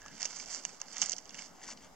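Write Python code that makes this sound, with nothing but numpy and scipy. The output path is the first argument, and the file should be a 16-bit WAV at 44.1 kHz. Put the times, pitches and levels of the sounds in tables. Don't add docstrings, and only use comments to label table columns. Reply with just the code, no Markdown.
import sys
import numpy as np
from scipy import signal
from scipy.fft import rfft, irfft
from scipy.io import wavfile
from scipy.ndimage import uniform_filter1d

SR = 44100
rng = np.random.default_rng(int(sys.argv[2]) if len(sys.argv) > 2 else 0)


def inscribe(sig):
    pcm = np.round(np.clip(np.atleast_2d(sig).T, -1, 1) * 32767)
    wavfile.write(sys.argv[1], SR, pcm.astype(np.int16))


N = 85995
TIME, FREQ = np.arange(N) / SR, np.fft.rfftfreq(N, 1 / SR)


def leaves():
    # f/Hz, relative level/dB
    crisp_spectrum = [(3000, -50.5), (4050, -16.5), (4550, -6), (5200, -5.5), (6250, -2.5), (7600, -7),
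                      (8500, -19), (9700, -24.5), (10500, -39), (11500, -38), (15500, -59)]
    body_spectrum = [(200, -52), (900, -49), (1500, -15.5), (2050, -7), (2500, -7), (2950, -8.5),
                     (3400, -12), (3800, -16.5), (4500, -33), (9000, -90)]
    # f/Hz, level difference/dB
    right_balance = [(300, -2.5), (800, -1.5), (2400, -1.5), (3500, 1), (4200, -10.5), (5000, -18),
                     (6200, -9.5), (7500, -11), (9000, -9), (10400, 0), (15000, 14)]
    front_balance = [(300, 0), (800, -1.7), (3400, -1.3), (5000, 1.5), (7200, 2.4), (10400, 2)]
    # f/Hz, phase/rad
    right_phase = [(100, 1.1), (2500, -0.66), (3700, -1.4), (4220, 1.1), (5680, 1.53), (7700, 1),
                   (9470, -1.6)]
    front_phase = [(100, 0.52), (3360, -0.23), (4220, 0.71), (7320, 1.3), (9220, 1.2)]
    crisp, body = impulse_response(crisp_spectrum), impulse_response(body_spectrum)
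    rustle = snaps(crisp, body) + knocks() + crackle(crisp, body)
    front = np.clip((TIME - 1.47) / 0.072, 0, 1)
    return (ports(*(rustle * (1 - front)), right_balance, right_phase)
            + ports(*(rustle * front), front_balance, front_phase))


def snaps(crisp, body):
    # t/s, crisp peak level/dB, crisp f/Hz, body peak level/dB, body f/Hz, duration/s
    events = [(0.017, -43, 6800, -49, 1660, .002), (.0616, -39, 6500, -46, 1650, .002),
              (0.082, -41.5, 5000, -50, 2780, .0014), (0.202, -44, 5930, -45, 2050, 0.0043),
              (0.207, -45, 5000, -47, 2700, 0.0026), (0.2185, -26.5, 5050, -38.5, 1870, .003),
              (0.229, -21, 5860, -33, 2980, 0.0025), (0.2463, -26, 5670, -54, 2820, .0013),
              (0.2534, -23, 6150, -32.5, 2870, 0.0014), (0.2552, -21, 6030, -33, 2770, 0.0045),
              (.361, -36.5, 6120, -54, 2800, .0014), (0.399, -31.5, 5700, -40, 2320, 0.0019),
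              (0.459, -35.5, 5640, -55, 2800, 0.0019), (0.6509, -19, 5900, -28.5, 2860, 0.0021),
              (0.693, -37.5, 5440, -44.5, 2670, .002), (0.815, -25, 6140, -41.5, 2800, 0.0037),
              (0.883, -38, 6000, -46.5, 1570, 0.001), (0.9304, -34.5, 6880, -57, 2830, .0026),
              (0.9676, -30, 6530, -39, 1870, 0.0026), (0.982, -25, 6400, -54, 2940, 0.004),
              (0.998, -31.5, 5900, -54, 2800, 0.0031), (1.0174, -12, 6500, -38, 2230, .0018),
              (1.021, -21, 6500, -26, 3200, 0.003), (1.0274, -25, 5500, -28.5, 3070, 0.0025),
              (1.0594, -25.5, 7000, -45, 2920, 0.004), (1.065, -27, 6200, -42, 2100, 0.0011),
              (1.0953, -20.5, 6150, -45, 3060, 0.0043), (1.109, -31, 6600, -48, 2800, 0.0032),
              (1.1193, -20, 6800, -43, 2140, 0.0016), (1.1305, -25, 4760, -34.5, 3340, .005),
              (1.135, -28.5, 6560, -46, 3030, .003), (1.1645, -35, 4850, -48, 3230, 0.005),
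              (1.1827, -28.5, 5700, -47, 3030, 0.0015), (1.186, -35, 6400, -52, 2050, 0.0024),
              (1.2556, -41, 5630, -53, 3130, 0.0027), (1.2932, -36.5, 5160, -49.5, 3500, 0.0013),
              (1.3063, -40, 6400, -47.5, 2880, 0.0021), (1.3448, -34, 4950, -38.5, 2980, 0.0021),
              (1.384, -43, 5600, -41.5, 3080, 0.0047), (1.3878, -38, 4800, -38, 2280, 0.0061),
              (1.3913, -37.5, 6700, -39.5, 2940, 0.0051), (1.4205, -37, 5600, -45, 2300, .003),
              (1.616, -55, 6900, -48, 1750, 0.0022), (1.6303, -55, 5000, -44.5, 1820, .003),
              (1.638, -45, 5400, -46, 1840, 0.0037), (1.644, -42, 6700, -50, 1900, 0.0015),
              (1.665, -51, 5960, -44.5, 1890, 0.0083), (1.678, -37, 5100, -45, 2240, 0.003),
              (1.773, -41.5, 4450, -50.5, 2990, 0.0014)]
    crisp_width_hz, body_width_hz = 1450, 403
    rise_s, tail_s, tail_db, tick_db = 0.0003, 0.0056, -17, -40
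    out, t = np.zeros((2, N + 2048)), np.arange(1024) / SR

    def envelope(decay_s):
        swell = 1 - np.exp(-(t / (rise_s + 0.17 * decay_s)) ** 2)
        return swell * (np.exp(-(t / decay_s) ** 2) + amp(tail_db) * np.exp(-t / tail_s))

    for start, crisp_db, crisp_hz, body_db, body_hz, length in events:
        noise = rng.standard_normal((5, 1024))
        ragged = amp(2.5 * unit_rms(uniform_filter1d(noise[4], 20)))
        at = round((start - rise_s) * SR)
        for k in range(2):
            burst = noise[k] * ragged
            out[k, at:at + 1024] += amp(crisp_db + tick_db) * burst * envelope(length / 3)
            top = np.convolve(ring(burst * envelope(length / 2), crisp_hz, crisp_width_hz), crisp)
            drive = np.convolve(noise[k + 2] * ragged * envelope(0.38 * length), body)
            low = unit_rms(ring_twice(drive, body_hz, body_width_hz)) + 0.53 * unit_rms(drive)
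            out[k, at:at + len(top)] += at_peak(top, crisp_db) + at_peak(low, body_db)
    return out[:, :N]


def crackle(crisp, body):
    # t/s, crisp level/dB, body level/dB
    stir = [(0, -65.5, -66.5), (.1, -62, -64), (0.183, -53.5, -59), (.21, -44.5, -51), (.265, -51.5, -55),
            (.29, -51, -58.5), (.41, -47.5, -58), (0.439, -49, -55), (.455, -60, -66.5), (.49, -49, -56.5),
            (.51, -44, -56), (0.546, -39.5, -51), (.59, -48, -55.5), (.615, -57, -65.5), (.67, -53.5, -63),
            (.755, -58.5, -64), (.795, -69, -80), (.803, -50.5, -59), (.83, -64, -64.5), (.87, -61.5, -69),
            (.9, -55, -64), (0.971, -48, -51), (1.0, -48, -56), (1.024, -34, -48), (1.05, -45, -53),
            (1.09, -47, -56), (1.136, -56, -58.5), (1.15, -54, -70), (1.22, -63.5, -73),
            (1.32, -63.5, -66.5), (1.39, -51.5, -56.5), (1.45, -52.5, -60.5), (1.52, -66.5, -72),
            (1.6, -63.5, -67.5), (1.638, -50.5, -58.5), (1.66, -57.5, -63), (1.69, -48, -56.5),
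            (1.729, -49, -53), (1.747, -68.5, -78), (1.85, -58.5, -60), (1.9, -74.5, -80)]
    # f/Hz, relative level/dB
    knock_spectrum = [(150, -30), (550, -6.5), (850, -2), (1150, -6), (1500, -6), (2600, -56.5)]
    grains_per_s, spread_db, width_hz = 7000, 3, 680
    clump_db, clump_s = 1.5, 0.0043
    pitches_hz = np.geomspace(4450, 8270, num=8)
    times, crisp_db, body_db = np.transpose(stir)
    clumps = amp(clump_db * unit_rms(uniform_filter1d(rng.standard_normal(N), int(clump_s * SR))))
    sizes = clumps * amp(spread_db * np.minimum(rng.exponential(1, N), 3))
    breaks = rng.random(N) < grains_per_s / SR
    pitch_index = rng.integers(0, len(pitches_hz), N)
    dull = body + amp(-3.5) * impulse_response(knock_spectrum)
    out = []
    for grains, body_grains in sizes * breaks * rng.standard_normal((2, 2, N)):
        modes = sum(unit_rms(ring(grains * (pitch_index == k), hz, width_hz))
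                    for k, hz in enumerate(pitches_hz))
        rung = unit_rms(modes) + 0.89 * unit_rms(grains)
        top = unit_rms(signal.oaconvolve(rung, crisp)[:N]) * amp(np.interp(TIME, times, crisp_db))
        drive = unit_rms(body_grains) * amp(np.interp(TIME, times, body_db))
        out.append(top + signal.oaconvolve(drive, dull)[:N])
    return out


def knocks():
    # t/s, f/Hz, peak level/dB
    events = [(0.0607, 1150, -41.5), (.217, 780, -45), (0.228, 780, -44), (0.2534, 610, -43),
              (.651, 850, -40.5), (0.815, 985, -41), (1.021, 980, -36), (1.03, 214, -50.5),
              (1.136, 576, -45), (1.688, 1230, -41)]
    decay_s = 0.0027
    out, t = np.zeros(N + 2048), np.arange(2048) / SR
    for start, hz, db in events:
        blow = uniform_filter1d(rng.standard_normal(2048), size=8) * np.exp(-t / decay_s)
        thud = ring_twice(np.gradient(np.gradient(blow)), hz, width_hz=0.5 * hz)
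        out[round(start * SR):][:2048] += at_peak(thud, db)
    return out[:N]


def ports(sound, variant, balance, phase):
    coherence = 0.97
    half = amp(curve(balance, FREQ) / 2) * np.exp(0.5j * curve(phase, FREQ))
    left, right = rfft(cohere(sound, variant, coherence)) * half, rfft(sound) / half
    return irfft(np.array([left, right]) * 2 / abs(half + 1 / half).clip(1), N)


def call():
    start_s, length_s, hz = 0.01, 0.11, 1670
    progress = np.clip((TIME - start_s) / length_s, 0, 1)
    envelope = abs(np.sin(np.pi * progress)) ** 0.14 * (progress < 1)
    fuzz = unit_rms(ring_twice(rng.standard_normal(N), hz, width_hz=250))
    return amp(-60.5) * (np.sin(2 * np.pi * hz * TIME) + 0.93 * fuzz) * envelope


def air():
    # f/Hz, relative spectral level/dB
    spectrum = [(90, -26.5), (150, -1), (250, 2.5), (340, -4.5), (808, -4), (2240, -14.5), (2830, -17),
                (3780, -23.5), (4780, -17), (7080, -18), (9940, -30), (15500, -31)]
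    # f/Hz, coherence between the ports
    coherence = [(60, 0.52), (150, 0.59), (380, 0.35), (950, 0.68), (2380, 0.24), (5980, 0.085),
                 (15000, 0.044)]
    level_db, patch_db = -58, 2
    frames, hz = N // 256 + 5, np.fft.rfftfreq(1024, 1 / SR)
    real, imag, other_real, other_imag, patches = rng.standard_normal((frames, 513, 5)).T
    patches = unit_rms(uniform_filter1d(uniform_filter1d(patches, 10, axis=0), 10, axis=1))
    left = real + 1j * imag
    right = cohere(left, other_real + 1j * other_imag, curve(coherence, hz)[:, None])
    bins = np.array([left, right]) * amp(curve(spectrum, hz)[:, None] + patch_db * patches)
    return amp(level_db) * unit_rms(signal.istft(bins, nperseg=1024, noverlap=768)[1][:, :N])


def rumble():
    # t/s, level/dB
    levels = [(0, -65), (.3, -78.5), (.47, -70.5), (.61, -84), (1.04, -80), (1.28, -76.5), (1.95, -69.5)]
    # f/Hz, relative level/dB
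    spectrum = [(15, -40), (30, -15), (50, 11.5), (80, -2), (110, 4.5), (150, -39)]
    left, other = rng.standard_normal((2, N))
    bins = rfft([left, cohere(left, other, coherence=0.62)]) * amp(curve(spectrum, FREQ))
    return unit_rms(irfft(bins, N)) * amp(np.interp(TIME, *np.transpose(levels)))


def amp(db):
    return 10 ** (np.asarray(db) / 20)


def unit_rms(x):
    return x / np.sqrt(np.mean(x ** 2) + 1e-20)


def at_peak(x, db):
    return amp(db) * x / abs(x).max()


def cohere(x, other, coherence):
    return coherence * x + np.sqrt(1 - coherence ** 2) * other


def curve(points, hz):
    f, value = np.transpose(points)
    return np.interp(np.log(hz + 1), np.log(f + 1), value)


def impulse_response(spectrum):
    log_gain = np.log(amp(curve(spectrum, abs(np.fft.fftfreq(4096, 1 / SR)))))
    phase = -signal.hilbert(log_gain).imag
    return unit_rms(np.fft.ifft(np.exp(log_gain + 1j * phase)).real[:1024]) / 32


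def ring(x, hz, width_hz):
    r = np.exp(-np.pi * width_hz / SR)
    return signal.lfilter([1 - r], [1, -2 * r * np.cos(2 * np.pi * hz / SR), r * r], x)


def ring_twice(x, hz, width_hz):
    return ring(ring(x, hz, width_hz), hz, width_hz)


def scene():
    return leaves() + air() + rumble() + call()


def record(dry):
    notch_hz, half_width_hz, notch_db = 2503, 50.5, -19
    edge_hz, offset = 15870, -0.0006
    notch = amp(notch_db / (1 + ((FREQ - notch_hz) / half_width_hz) ** 2))
    dipped = irfft(rfft(dry) * notch, N)
    lowpass = signal.firwin(1023, edge_hz, window=("kaiser", 9), fs=SR)
    return signal.oaconvolve(dipped, lowpass[None], "same") + offset


dry = scene()
out = record(dry)
inscribe(out)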